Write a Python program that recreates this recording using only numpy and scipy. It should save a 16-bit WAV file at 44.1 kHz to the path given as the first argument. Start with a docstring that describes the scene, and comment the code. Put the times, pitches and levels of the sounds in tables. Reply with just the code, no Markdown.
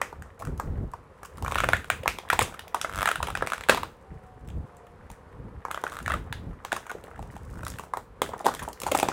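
"""In a furnished room, fingers work a small part out of a thin plastic tray close to a small microphone.
The tray snaps, crunches and creaks (dying sines and noise bursts) over a finer random crackle.
Filtered noise makes the draught buffeting the microphone and the soft hum of the room.
A faint far whine, one wavering sine, sinks in pitch; echoes and a noise tail place the tray in the room."""
import sys
import numpy as np
from scipy import signal
from scipy.fft import rfft, irfft, next_fast_len
from scipy.io import wavfile
from scipy.ndimage import uniform_filter1d

SR = 44100
rng = np.random.default_rng(int(sys.argv[2]) if len(sys.argv) > 2 else 0)


def voltage_ratio(decibels):
    """Convert decibels (scalar or array-like) to amplitude ratios, 20 dB per decade."""
    exponent = np.asarray(decibels, float) / 20
    return 10 ** exponent


def to_wav(sig):
    """Store sig (one row per channel, or 1-D mono) as 16-bit WAV at the path in sys.argv[1].

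    Samples outside -1..1 are clipped; the rate is SR.
    """
    pcm = np.clip(np.atleast_2d(sig), -1, 1) * 32767
    pcm = np.round(pcm).astype(np.int16)
    wavfile.write(sys.argv[1], SR, pcm.T)  # frames by channels


N = 402191  # length in samples, about 9.1 s

# Steady murmur of the room, spectrum shape: [pitch_hz, relative_level_db_per_hz]
HUM_SPECTRUM = [(100, -38), (160, 0), (315, -10.5), (475, 5), (650, -7.5), (1000, -2.5), (1900, -15),
                (3100, -25.5), (6000, -35), (10000, -35.5), (12500, -40.5), (16000, -71)]
# Air rushing over the microphone, spectrum shape: [pitch_hz, relative_level_db_per_hz]
DRAUGHT_SPECTRUM = [(12, -18), (20, -6), (75, -1.5), (244, -16), (393, -23.5), (440, -21), (484, -27),
                    (900, -37.5), (1170, -59), (1980, -120)]
# Puffs of air, each holding its level for its length: [start_s, length_s, level_db]
PUFFS = [(0.0, 0.03, -47), (0.187, 0.073, -45), (0.484, 0.062, -34), (0.689, 0.14, -27.5),
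         (1.44, 0.32, -34.5), (1.94, 0.18, -42), (2.326, 0.13, -38.5), (2.962, 0.069, -40.5),
         (3.234, 0.19, -37.5), (3.708, 0.12, -43.5), (4.113, 0.064, -45.5), (4.476, 0.13, -34),
         (5.004, 0.11, -45.5), (5.385, 0.18, -40.5), (6.073, 0.14, -34.5), (6.326, 0.17, -33.5),
         (7.196, .44, -40), (7.753, 0.033, -37.5), (8.154, 0.095, -49), (8.603, 0.038, -40.5),
         (8.876, 0.091, -44.5)]
# Ringing of a buckling patch of tray: [multiple_of_patch_pitch, level_db, t60_s]
PATCH_MODES = [(.5, -3.5, 0.016), (.75, -9.5, 0.014), (1.01, 7.5, 0.011), (1.28, -12.5, 0.035),
               (1.62, -12, 0.027), (2.05, -23, 0.036)]
# Stiff rims of the tray; snap() plays them at 0.9 of this pitch: [table_pitch_hz, level_db, t60_s]
RIM_MODES = [(2586, 9, 0.0025), (3316, -0.5, 0.0036), (3574, -3, 0.008), (4136, -1, 0.0036)]
# Colour of the noise as a crease flips: [pitch_hz, level_db]
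CRACK_SPECTRUM = [(4200, 1), (5800, 3), (7200, 5), (8800, 6), (10500, 2), (13000, -2), (15700, -2),
                  (16300, -43)]
# How hard the fingers knead; crackle() also fades both levels at rest:
# [time_s, dull_crackle_db, bright_crackle_db]
KNEADING = [(0.0, -53, -76), (1.3, -62.5, -76), (1.6, -52, -51), (1.85, -62.5, -66.5), (2.74, -38.5, -81.5),
            (2.94, -56, -63), (3.12, -75, -80), (3.68, -54, -67), (3.94, -62, -74.5), (5.61, -56.5, -78),
            (5.94, -57, -62), (6.32, -52, -77.5), (7.85, -56.5, -64.5), (7.97, -91, -101),
            (8.26, -37.5, -73), (8.43, -45, -75), (8.6, -40, -61), (8.75, -56, -78), (8.84, -48, -70),
            (9.12, -24.5, -80.5)]
# Single reflections from the nearest surfaces: [delay_s, level_db]
ECHOES = [(.0075, -19.5), (0.0137, -21), (0.022, -26)]
# How long the room tail lasts in each band: [pitch_hz, t60_s]
ROOM_DECAY = [(250, 0.48), (600, 0.16), (1400, 0.23), (3700, 0.29), (9700, 0.26), (15000, 0.39)]
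# Colour of the room tail: [pitch_hz, level_db]
ROOM_COLOUR = [(250, 8.5), (1000, 0.5), (2500, 5.5), (6000, 8), (12000, 3)]
# Quick snaps of the tray, peak levels: [start_s, patch_pitch_hz, patch_db, crack_db]
SNAPS = [(.015, 1053, -12, -22.5), (.017, 1945, -13, -37), (0.127, 915, -27, -49),
         (.222, 1540, -30.5, -39.5), (.451, 1530, -31, -35), (0.471, 1190, -28, -42),
         (0.598, 1026, -15, -29.5), (1.231, 1100, -29, -38), (1.382, 1100, -32.5, -38.5),
         (1.424, 870, -25.5, -29), (1.447, 1070, -19, -32.5), (1.462, 1420, -20, -37),
         (1.48, 1100, -17, -27.5), (1.508, 1020, -24, -51), (1.514, 1130, -34, -31),
         (1.521, 1110, -15, -26.5), (1.546, 1110, -41, -28), (1.556, 1110, -9.5, -25),
         (1.579, 1230, -27, -31), (1.584, 1430, -14, -26), (1.603, 1336, -10.5, -23.5),
         (1.636, 1050, -13, -31), (1.642, 1360, -9, -25.5), (1.688, 1230, -8.5, -22.5),
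         (1.724, 1250, -29, -37), (1.733, 1350, -3, -20.5), (1.767, 1490, -47, -33),
         (1.844, 1450, -27.5, -40.5), (1.901, 1466, -5.5, -18.5), (2.058, 1036, -12, -37),
         (2.078, 1287, -9.5, -14), (2.186, 930, -25, -30.5), (2.288, 1130, -37, -37),
         (2.301, 1504, -5.5, -19), (2.391, 860, -6, -11), (2.593, 1810, -25.5, -31), (2.68, 550, -43, -36),
         (2.814, 1290, -22.5, -18.5), (2.846, 1280, -11.5, -33), (2.895, 1350, -23.5, -39),
         (3.057, 1776, -7, -20.5), (3.074, 1290, -11, -23), (3.088, 1380, -9, -21), (3.114, 1280, -12, -22),
         (3.157, 1420, -16.5, -25.5), (3.203, 930, -18.5, -48), (3.228, 1156, -16, -22.5),
         (3.27, 1010, -25, -30.5), (3.284, 1030, -22, -36), (3.302, 1050, -24, -30.5),
         (3.352, 1554, -13, -27), (3.373, 1050, -22, -27.5), (3.409, 1410, -23, -64),
         (3.423, 997, -9.5, -32.5), (3.464, 1370, -41, -34), (3.472, 1330, -19.5, -24.5),
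         (3.501, 1330, -26, -31), (3.52, 1302, -13.5, -31), (3.58, 1210, -27, -33), (3.609, 1330, -24, -31),
         (3.637, 1950, -24.5, -34.5), (3.687, 1600, -9, -21), (3.695, 1220, -1.5, -11.5),
         (3.746, 880, -15.5, -24.5), (3.832, 970, -16.5, -30.5), (4.487, 572, -49, -43.5),
         (4.501, 426, -43, -48), (4.868, 1060, -42, -54), (5.101, 875, -38, -41),
         (5.651, 1040, -16.5, -37.5), (5.683, 940, -27, -50), (5.706, 1130, -26, -50),
         (5.712, 1250, -18, -26), (5.745, 1310, -19, -29), (5.759, 1330, -35, -43), (5.775, 1225, -18, -42),
         (5.838, 950, -12.5, -27), (5.866, 1500, -17.5, -42), (5.877, 1270, -36, -37),
         (5.92, 1230, -27.5, -40), (5.968, 1310, -23.5, -34), (5.988, 1240, -24, -34),
         (6.002, 1380, -28, -48), (6.061, 1780, -17.5, -32.5), (6.079, 1410, -13, -28.5),
         (6.119, 1690, -13, -28.5), (6.326, 1750, -21, -29), (6.719, 1430, -14, -29),
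         (6.728, 750, -15.5, -20.5), (6.866, 1000, -30, -39), (6.915, 930, -23, -32.5),
         (6.949, 380, -28.5, -58), (7.039, 474, -34, -38.5), (7.113, 1290, -32, -57),
         (7.192, 840, -28, -46), (7.226, 740, -32, -43), (7.365, 880, -30.5, -44), (7.535, 1170, -40, -54),
         (7.666, 1250, -20, -28.5), (7.786, 1560, -27, -33), (7.795, 920, -23.5, -34.5),
         (7.836, 900, -30, -44), (7.936, 980, -13, -34.5), (7.971, 850, -18, -30.5), (8.218, 1023, -8, -18),
         (8.291, 517, -26.5, -38), (8.465, 926, -5, -17), (8.539, 1110, -31, -30), (8.549, 1030, -28, -24),
         (8.817, 900, -28.5, -25), (8.834, 474, -26.5, -22.5), (8.988, 666, -28, -18),
         (8.999, 860, -18, -18), (9.086, 810, -10, -22.5)]
# Slow crunches, a crease tearing open, peak levels:
# [start_s, length_ms, patch_pitch_hz, patch_db, crack_db]
CRUNCHES = [(0.398, 28, 640, -31.5, -40), (.421, 7.3, 1100, -25.5, -41), (.935, 9.4, 906, -25.5, -42.5),
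            (1.249, 11.7, 1180, -30, -37), (1.914, 12, 2240, -23.5, -52), (2.033, 7.3, 515, -28, -39.5),
            (2.328, 9.7, 884, -9, -21), (2.409, 26, 1080, -13, -18.5), (2.541, 9, 1360, -31.5, -42.5),
            (2.745, 6.76, 956, -11, -25.5), (3.711, 21.7, 1340, -16.5, -30), (3.722, 12.2, 1100, -15, -52),
            (3.772, 12, 1000, -18.5, -30), (6.096, 15, 1280, -16, -35), (6.137, 11.2, 1220, -16, -31),
            (6.649, 4.8, 1050, -21, -28.5), (6.764, 6.6, 1030, -22, -29.5), (6.895, 14.4, 1360, -26, -38),
            (7.632, 5.9, 1278, -25.5, -39), (8.334, 9.1, 960, -22.5, -44), (8.405, 8.2, 800, -26.5, -47),
            (8.444, 15, 587, -25, -32), (8.456, 9, 810, -14, -26.5), (8.475, 18.4, 895, -14.5, -30.5),
            (8.593, 9.2, 1800, -29, -29.5), (8.619, 22, 970, -26, -31.5), (8.676, 26, 797, -21, -45),
            (8.865, 16.3, 805, -14.5, -26.5), (8.883, 8, 900, -25, -32), (8.915, 10.2, 630, -14, -19),
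            (8.948, 10.6, 750, -6.5, -18.5), (9.028, 7.1, 748, -7, -21)]
# Bright ticks of the film alone, no patch, peak level: [start_s, crack_db]
TICKS = [(.393, -43), (.577, -38), (0.916, -47), (1.258, -40), (1.372, -41), (2.958, -30), (4.475, -47),
         (4.768, -46), (5.115, -37.5), (5.815, -43), (5.898, -35), (6.027, -36), (7.586, -44), (7.65, -28),
         (7.681, -23.5), (7.701, -26.5), (8.379, -42), (8.392, -34), (8.413, -42), (8.686, -29.5),
         (8.73, -31.5), (8.801, -25.5), (8.974, -17.5)]
# Where the tray is gripped sets how the rims join in; the favoured pitch is on the RIM_MODES scale:
# [time_s, rim_over_crack_db, favoured_rim_pitch_hz]
GRIP = [(0.0, -4.5, 2670), (1.45, -5.5, 2530), (1.55, 10, 2450), (2.4, 4, 2920), (2.85, -0.5, 3400),
        (3.6, 4.5, 3060), (5.7, -1, 3300), (6.14, 1, 3440), (6.33, 6.5, 3320), (6.65, 1.5, 2940),
        (7.95, -1.5, 3000), (8.3, -1.5, 4070), (8.75, -7, 3320), (9.12, 5.5, 2620)]
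# Creaks, the part rubbing step by step along its pocket:
# [first_step_s, last_step_s, steps_per_s, patch_pitch_hz, first_patch_db, last_patch_db, rim_over_patch_db]
CREAKS = [(2.915, 3.033, 97, 1280, -28, -12, -11), (3.534, 3.556, 83, 1400, -15.5, -32, -6),
          (5.929, 5.956, 120, 1278, -30, -29.5, -12), (7.33, 7.354, 80, 1530, -44, -38.5, -14),
          (7.556, 7.607, 57, 1490, -37.5, -34.5, -21), (7.72, 7.762, 52, 1750, -32, -39, -3)]
# Far whine, sinking in uneven steps: [time_s, pitch_hz, level_db]
WHINE = [(4.02, 776, -74), (4.07, 775, -56), (4.14, 772, -61), (4.19, 746, -63), (4.44, 742, -61),
         (4.55, 716, -70), (4.75, 712, -61.5), (4.9, 709, -61), (5.0, 706, -74)]

HUM_DB = -54
CALM_DB, PUFF_RISE_DB_PER_S, PUFF_FALL_DB_PER_S = -53.5, 167, 211
RIM_FALL_DB_PER_OCTAVE = 13.5  # how fast rims fade away from the favoured pitch
ROOM_DB, ROOM_GAP_S = -13, 0.0064  # level of the tail; time before the walls answer
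SNAP_MS, SNAP_SPREAD = 4.3, .25  # time a quick crease takes to let go; its relative scatter
CREAK_UNEVEN_DB, CREAK_JITTER_S, CREAK_DETUNE = 1.8, .0005, .02  # scatter from step to step
CREAK_STEP_MS, CREAK_CRACK_DB = 3.2, -10.5  # time a step takes; crack relative to the patch
CEILING = .93  # amplitude that rounded peaks approach
PORT_HZ, EDGE_HZ = 36.8, 16150  # low cut of the microphone; upper band limit


def evened(x):
    """Scales a sound to rms 1."""
    return x / np.sqrt(np.mean(x ** 2) + 1e-20)


def read(points, hz):
    """Reads a table over pitch, with straight lines on a log-frequency axis."""
    f, value = np.transpose(points)
    return np.interp(np.log(hz + 1), np.log(f + 1), value)


def coloured(x, points):
    """Filters a sound by a spectrum given in dB."""
    size = next_fast_len(len(x))
    gain = voltage_ratio(read(points, np.fft.rfftfreq(size, 1 / SR)))
    return irfft(rfft(x, size) * gain, size)[:len(x)]


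def curve(rows):
    """Turns the columns of a timed table into values for every sample."""
    s, *columns = np.transpose(rows)
    return [np.interp(np.arange(N) / SR, s, c) for c in columns]


def drift(samples):
    """Slow random wandering of rms 1: noise averaged twice."""
    once = uniform_filter1d(rng.standard_normal(N), samples)
    return evened(uniform_filter1d(once, samples))


def hum():
    """The steady murmur of the room: coloured noise with a slight swell."""
    level_db = HUM_DB + 1.03 * drift(5000)
    return voltage_ratio(level_db) * evened(coloured(rng.standard_normal(N), HUM_SPECTRUM))


def puffs():
    """Level of the draught: calm air, and puffs that swell, hold and die away."""
    t = np.arange(0, N + 256, 256) / SR
    start, length, db = np.transpose(PUFFS)[..., None]
    rise_db = PUFF_RISE_DB_PER_S * np.maximum(start - t, 0)
    fall_db = PUFF_FALL_DB_PER_S * np.maximum(t - start - length, 0)
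    power = voltage_ratio(2 * CALM_DB) + voltage_ratio(2 * (db - rise_db - fall_db)).sum(0)
    return np.interp(np.arange(N) / SR, t, np.sqrt(power))


def draught(lumpy_db=3.5):
    """Low turbulence at the microphone port, in lumps of a few hundredths of a second."""
    lumpy = rng.standard_normal(N) * voltage_ratio(lumpy_db * drift(900))
    # the added last point keeps the spectrum flat above 1500 Hz
    air = evened(coloured(lumpy, DRAUGHT_SPECTRUM + [(1500, -70.5)]))
    return puffs() * air


def ring(modes, scale, detune=.025, spread_db=1.5):
    """Ringing plastic: dying sines with a soft start, each a little off its pitch and level."""
    t = np.arange(1024) / SR
    hz, db, t60 = np.transpose(modes)[..., None]
    off, level = rng.standard_normal((2, len(modes), 1))
    sign = (-1.) ** np.arange(len(modes))[:, None]  # neighbouring modes start opposed
    size = sign * voltage_ratio(db + spread_db * level - 60 * t / t60)
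    tones = size * np.sin(2 * np.pi * hz * scale * (1 + detune * off) * t)
    soft_start = (1 - np.exp(-t * hz.mean() * scale * 2.2)) ** 2
    return tones.sum(0) * soft_start


def crack(t60=0.011):
    """A brief bright burst of noise as the crease flips."""
    t = np.arange(1024) / SR
    noise = coloured(rng.standard_normal(1024), CRACK_SPECTRUM)
    return noise * voltage_ratio(-60 * t / t60) * (1 - np.exp(-t / .0005))


def slips(ms, sound, db, ring_ms=2.4, fade_db=9, later=.12, drawn_ms=8.5, count=9):
    """A crease lets go in uneven slips: a quick one mostly at once, a slow one in a flurry; db is the peak."""
    when, size = rng.random((2, count))
    slowness = (ms / drawn_ms) ** 2
    size = min(later + slowness, 1) * (2 * size - 1) * voltage_ratio(-fade_db * when)
    when[0], size[0] = 0, np.exp(-slowness)  # the first slip
    span_ms = min(max(ms - ring_ms, .2), 20)  # leaves time for the ringing
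    train = np.zeros(1024)
    np.add.at(train, (when * span_ms * SR / 1000).astype(int), size)
    out = np.convolve(train, sound)
    return voltage_ratio(db) * out / abs(out).max()


def snap(hz, patch_db, rim_db, crack_db, ms, rim_hz=3000):
    """One buckle: the patch rings, the rims tick and the crease cracks."""
    rims = [(f, db - RIM_FALL_DB_PER_OCTAVE * abs(np.log2(f / rim_hz)), t60) for f, db, t60 in RIM_MODES]
    patch = slips(ms, ring(PATCH_MODES, hz), patch_db)
    rim = slips(ms, ring(rims, 0.9), rim_db)
    return patch + rim + slips(ms, crack(), crack_db)


def crackle(per_s=260, spread_db=6.5, rest_db=-82, count=16):
    """Many tiny buckles at random, dull and bright ones following the kneading."""
    dull, bright = np.zeros((2, N))
    for hz in np.geomspace(650, 1900, count):
        hits = rng.random((2, N)) < per_s / count / SR
        strength = voltage_ratio(spread_db * np.minimum(rng.exponential(1, (2, N)), 3))
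        dull_train, bright_train = hits * strength
        dull += signal.oaconvolve(dull_train, snap(hz, 0, -29.0, -51, 3.18))[:N]
        bright += signal.oaconvolve(bright_train, crack(t60=0.025))[:N]
    dull_db, bright_db = curve(KNEADING)
    busy = np.clip((bright_db - rest_db) / 10, 0, 1)  # resting fingers leave the film silent
    return busy * (voltage_ratio(dull_db) * evened(dull) + voltage_ratio(bright_db) * evened(bright))


def room(x):
    """Diffuse echoes: the walls hear the tray from all sides, so only its broad colour returns as noise."""
    hz, t, z = signal.stft(x, SR, nperseg=256, noverlap=192)
    narrow, broad = (uniform_filter1d(abs(z) ** 2, size=size, axis=0) for size in (3, 13))
    power = np.where(hz[:, None] < 4500, narrow, broad)
    lag = t[:400]
    # near things answer weakly, the walls later; each band dies at its own speed
    onset = np.clip(lag / ROOM_GAP_S, 0, 1) ** 3
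    shape = (onset * voltage_ratio(-60 * lag / read(ROOM_DECAY, hz)[:, None])) ** 2
    shape = shape / shape.sum(1, keepdims=True)
    tail_power = abs(signal.fftconvolve(power, shape, axes=1)[:, :len(t)])
    tail = np.sqrt(tail_power) * voltage_ratio(read(ROOM_COLOUR, hz))[:, None]
    noise = signal.stft(rng.standard_normal(N), SR, nperseg=256, noverlap=192)[2]
    noise = noise / np.sqrt(np.mean(abs(noise) ** 2))
    return signal.istft(tail * noise, SR, nperseg=256, noverlap=192)[1][:N]


def echoes(x):
    """Single reflections from the nearest surfaces: delayed, weaker copies."""
    taps = np.zeros(2048)
    for s, db in ECHOES:
        taps[round(s * SR)] = voltage_ratio(db)
    return signal.oaconvolve(x, taps)[:N]


def snaps():
    """The distinct snaps, crunches and ticks: creases buckling quickly, slowly, or in the film alone."""
    quick = [(s, SNAP_MS * np.exp(SNAP_SPREAD * rng.standard_normal()), *row) for s, *row in SNAPS]
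    out, grip = np.zeros(N + 2048), np.array(curve(GRIP))
    for s, ms, hz, patch_db, crack_db in quick + CRUNCHES:
        at = round(s * SR)
        over_db, rim_hz = grip[:, at]
        out[at:][:2047] += snap(hz, patch_db, crack_db + over_db, crack_db, ms, rim_hz)
    for s, crack_db in TICKS:
        out[round(s * SR):][:2047] += slips(SNAP_MS, crack(), crack_db)
    return out[:N]


def creaks():
    """Nearly even steps of stick and slip, each ringing much the same patch and rims."""
    out, rim_hz = np.zeros(N + 2048), curve(GRIP)[1]
    for first, last, per_s, hz, first_db, last_db, rim_db in CREAKS:
        for s in np.arange(first, last + .5 / per_s, 1 / per_s):
            late, uneven, off = rng.standard_normal(3)
            db = np.interp(s, [first, last], [first_db, last_db]) + CREAK_UNEVEN_DB * uneven
            at = round((s + CREAK_JITTER_S * late) * SR)
            step_hz = hz * (1 + CREAK_DETUNE * off)
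            step = snap(step_hz, db, db + rim_db, db + CREAK_CRACK_DB, CREAK_STEP_MS, rim_hz[at])
            out[at:][:2047] += step
    return out[:N]


def whine():
    """A faint far tone: one sine that sinks in pitch and wavers in level."""
    hz, db = curve(WHINE)
    t = np.arange(N) / SR
    waver = evened(uniform_filter1d(rng.standard_normal(N), 2500))
    on = (t > WHINE[0][0]) & (t < WHINE[-1][0])
    tone = np.sqrt(2) * np.sin(2 * np.pi * np.cumsum(hz) / SR)  # rms 1
    return on * voltage_ratio(db + 2 * waver) * tone


def scene():
    """Tray in the room, hum, draught and whine, heard by one microphone on two equal channels."""
    tray = snaps() + creaks() + crackle()
    heard = tray + echoes(tray) + voltage_ratio(ROOM_DB) * room(tray)
    mix = heard + hum() + draught() + whine()
    return np.array([mix, mix])


def roll_off(x):
    """The treble ends steeply here."""
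    return signal.sosfilt(signal.butter(12, 16990, fs=SR, output="sos"), x)


def record(dry):
    """The microphone drops the deepest rumble, its input rounds off the highest peaks, the top is cut."""
    low_cut = signal.butter(3, PORT_HZ, "high", fs=SR, output="sos")
    cut = signal.sosfilt(low_cut, dry)
    rounded = CEILING * np.tanh(cut / CEILING)
    limited = signal.oaconvolve(rounded, signal.firwin(255, EDGE_HZ, fs=SR)[None], "same")
    return roll_off(limited)


dry = scene()
out = record(dry)
to_wav(out)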